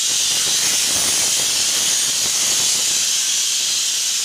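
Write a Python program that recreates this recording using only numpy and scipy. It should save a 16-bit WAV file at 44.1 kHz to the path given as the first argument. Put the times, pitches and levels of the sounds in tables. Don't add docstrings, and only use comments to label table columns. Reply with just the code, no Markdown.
import sys
import numpy as np
from scipy import signal
from scipy.fft import rfft, irfft, next_fast_len
from scipy.io import wavfile
from scipy.ndimage import uniform_filter1d, map_coordinates

SR = 44100
rng = np.random.default_rng(int(sys.argv[2]) if len(sys.argv) > 2 else 0)


def transcribe(u):
    v = np.clip(np.atleast_2d(u).T, -1, 1)
    q = np.round(v * 32767).astype(np.int16)
    wavfile.write(sys.argv[1], SR, q)


N = 187028

# time in seconds, level in dB.
JET_LEVEL = [(0.0, -21), (0.13, -18.5), (1.2, -19), (2.0, -20), (2.7, -18.5), (3.3, -19.5), (4.24, -20.5)]
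# frequency in Hz, relative level in dB.
HISS_SPECTRUM = [(20, -72), (400, -39), (1100, -22), (1600, -17), (2200, -17), (2600, -8.5), (3050, -3.5),
                 (3700, -3.5), (5300, -3.5), (5850, -1), (7000, -2), (8000, -6), (9800, -17),
                 (11300, -15.5), (13000, -22.5), (15500, -24)]
DIP_TIMES = [.6, 4.3, 3.935]
def steam_jet():
    dip_db, dip_length_s = 2.2, 0.014
    jet_db = curve(JET_LEVEL) - dip_db * sum(swell(s, dip_length_s) for s in DIP_TIMES)
    hiss = amp(jet_db - 1.1) * eddies(noise(HISS_SPECTRUM), depth_db=1.61)
    ringing = amp(jet_db) * (vent_resonances() + valve_tones())
    return room(reflections(hiss, drift_s=0.0001346), wet_db=-14.5, t60=0.17) + ringing


def vent_resonances():
    wander_db, wander_rate = 1.8, 3.97
    low_gain = near(closest_db=-17.5, slope=-0.31) * amp(wander_db * wobble(wander_rate))
    low = low_gain * resonance(hz=3117, half_width=290)
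    high_db = -15.5 + 7.9 * swell(centre_s=1.7, length_s=0.76) + wander_db * wobble(wander_rate)
    high = amp(high_db) * resonance(hz=6620, half_width=200)
    return low + high


# pitch in Hz, half-width in Hz, relative level in dB.
VALVE_MODES = [(3976, 23, -17), (4976, 30, -16), (5410, 22, -21), (5720, 19, -19), (5935, 12, -11.5),
               (6050, 20, -12.5), (6360, 32, -11), (6480, 17, -18.5), (6900, 9.9, -16.5), (7080, 18, -14.5),
               (7490, 16, -20), (8752, 40, -16)]
def valve_tones():
    trim_db, wander_db = -5.0, 3
    return sum(amp(db + trim_db + wander_db * wobble(rate=5.5)) * resonance(hz, half_width)
               for hz, half_width, db in VALVE_MODES)


# centre in seconds, length in seconds, pitch in Hz, relative level in dB.
WHISTLE_NOTES = [(0.298, 0.19, 3580, -29.5), (0.556, 0.058, 6230, -24), (0.615, 0.079, 4120, -31),
                 (0.807, 0.07, 5900, -30), (0.967, 0.032, 6380, -24), (1.13, 0.055, 6640, -26),
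                 (1.6, 0.092, 5420, -30), (2.228, 0.027, 6680, -24), (2.48, 0.4, 6660, -27),
                 (3.31, 0.13, 6110, -35), (3.32, 0.15, 5720, -28), (3.49, 0.1, 3160, -30)]
def whistles():
    out = np.zeros(N)
    for centre_s, length_s, hz, db in WHISTLE_NOTES:
        pitch_hz = hz + 55 * wobble(rate=220)
        out += amp(db + 3.0) * swell(centre_s, length_s) * np.sin(2 * np.pi * np.cumsum(pitch_hz) / SR)
    return out


# frequency in Hz, relative level in dB.
RUSH_SPECTRUM = [(20, -68), (500, -11), (1200, -6), (1800, 2.5), (2500, 3), (3500, -23), (6000, -41)]
SPRAY_SPECTRUM = [(1000, -80), (6500, -47), (8000, -5), (9500, 2), (10700, -5.5), (12000, -13.5),
                  (15500, -35)]
FIZZ_SPECTRUM = [(4000, -80), (12000, -28), (13100, -10), (13600, -6), (14300, 3), (14900, 0), (15250, -1)]
def plume():
    rush = near(closest_db=-33.5, slope=1.06) * eddies(noise(RUSH_SPECTRUM), depth_db=3.0)
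    spray = near(closest_db=-27, slope=1.24) * eddies(noise(SPRAY_SPECTRUM), depth_db=2.5)
    flicker = amp(2.2 * wobble(rate=7))
    fizz = near(closest_db=-36, slope=2.2) * flicker * eddies(noise(FIZZ_SPECTRUM), depth_db=3.0)
    return room(rush + spray + fizz, wet_db=-18, t60=0.22)


# centre in seconds, length in seconds, level in dB.
DRAUGHT_PUFFS = [(0.118, 0.045, -37.5), (0.344, .06, -34), (.49, 0.039, -32), (.73, 0.039, -32),
                 (0.975, 0.11, -31.5), (1.22, 0.036, -34), (1.404, 0.041, -34.5), (1.837, 0.061, -39),
                 (2.091, 0.031, -33), (2.264, 0.036, -30), (2.49, 0.13, -36.5), (2.605, 0.039, -33.5),
                 (2.906, 0.014, -33.5), (3.612, 0.015, -41.5)]
# frequency in Hz, relative level in dB.
BUFFET_SPECTRUM = [(20, -34), (35, -17), (50, -15), (77, -4), (160, -0.5), (450, -1.5), (800, -3),
                   (1300, -6.5), (2200, -14.5), (4000, -32)]
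def draught():
    spikes_per_s = 190
    flow = near(closest_db=-34.5, slope=1.36) * amp(1.77 * wobble(rate=17))
    puff_power = sum((amp(db) * swell(s, length)) ** 2 for s, length, db in DRAUGHT_PUFFS)
    strength = np.sqrt(flow ** 2 + puff_power)
    sizes = rng.choice([-1, 1], N) * amp(2.9 * rng.standard_normal(N))
    spikes = unit((rng.random(N) < spikes_per_s / SR) * sizes)
    rumble = amp(1.6 * wobble(rate=120)) * rng.standard_normal(N)
    return strength * coloured(spikes + amp(-3) * rumble, BUFFET_SPECTRUM)


# time in seconds, closeness in dB (0 is closest).
MIC_CLOSENESS = [(0.0, -8.5), (0.2, -6.5), (0.35, -3), (0.52, -3), (0.63, -.3), (.82, -1.2), (1.05, -0.5),
                 (1.23, -0.1), (1.33, -2), (1.6, -4), (1.78, 0), (2.15, -4.5), (2.6, -2), (2.9, -4.5),
                 (3.45, -8.5), (4.24, -9.5)]
def near(closest_db, slope):
    return amp(closest_db + slope * curve(MIC_CLOSENESS))


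# delay in seconds, gain as a factor.
SURFACE_ECHOES = [(.0019, 0.18), (.0043, 0.12), (.0081, 0.25), (0.014, 0.23)]
def reflections(x, drift_s):
    echoes = np.zeros(N)
    for delay_s, gain in SURFACE_ECHOES:
        lag = SR * (delay_s + drift_s * wobble(rate=1.194))
        echoes += gain * map_coordinates(x, [np.arange(N) - lag], mode="mirror")
    return x + echoes


def room(x, wet_db, t60):
    t = np.arange(SR // 4) / SR
    tail = rng.standard_normal(len(t)) * amp(-60 * t / t60)
    padded = np.pad(x, (len(t) - 1, 0), "wrap")
    return x + amp(wet_db) * signal.fftconvolve(padded, tail / np.linalg.norm(tail), "valid")


# frequency in Hz, relative level in dB.
KITCHEN_SPECTRUM = [(20, -38), (45, -17), (80, -7), (250, 10), (900, -1), (2000, -10)]
def kitchen_tone():
    return amp(-55.0) * noise(KITCHEN_SPECTRUM)


def eddies(x, depth_db):
    spectrogram = signal.stft(x, nperseg=1024)[2]
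    patches = rng.standard_normal(spectrogram.shape)
    for _ in range(2):
        patches = uniform_filter1d(uniform_filter1d(patches, size=4, axis=0), size=8, axis=1)
    return unit(signal.istft(spectrogram * amp(depth_db * unit(patches)), nperseg=1024)[1][:N])


def resonance(hz, half_width):
    return unit(filtered(rng.standard_normal(N), lambda f: 1 / (1 + 1j * (f - hz) / half_width) ** 2))


def noise(spectrum):
    return coloured(rng.standard_normal(N), spectrum)


def coloured(x, spectrum):
    f, db = np.transpose(spectrum)
    return unit(filtered(x, lambda hz: amp(np.interp(np.log(hz + 1), np.log(f + 1), db))))


def filtered(x, response):
    size = next_fast_len(N + 8192)
    return irfft(rfft(x, size) * response(np.fft.rfftfreq(size, 1 / SR)), size)[..., :N]


def swell(centre_s, length_s):
    return np.exp(-2 * ((np.arange(N) / SR - centre_s) / length_s) ** 2)


def wobble(rate):
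    return map_coordinates(rng.standard_normal(4096), [np.arange(N) * rate / SR], mode="wrap")


def curve(rows):
    return np.interp(np.arange(N) / SR, *np.transpose(rows))


def amp(db):
    return 10 ** (np.asarray(db) / 20)


def unit(x):
    return x / np.sqrt(np.mean(x ** 2) + 1e-20)


def scene():
    flutter = amp(0.34 * wobble(rate=35.23))
    mono = flutter * (steam_jet() + whistles() + plume()) + draught() + kitchen_tone()
    return np.array([mono, mono])


def record(dry):
    return filtered(dry, lambda hz: hz < 15530)


dry = scene()
out = record(dry)
transcribe(out)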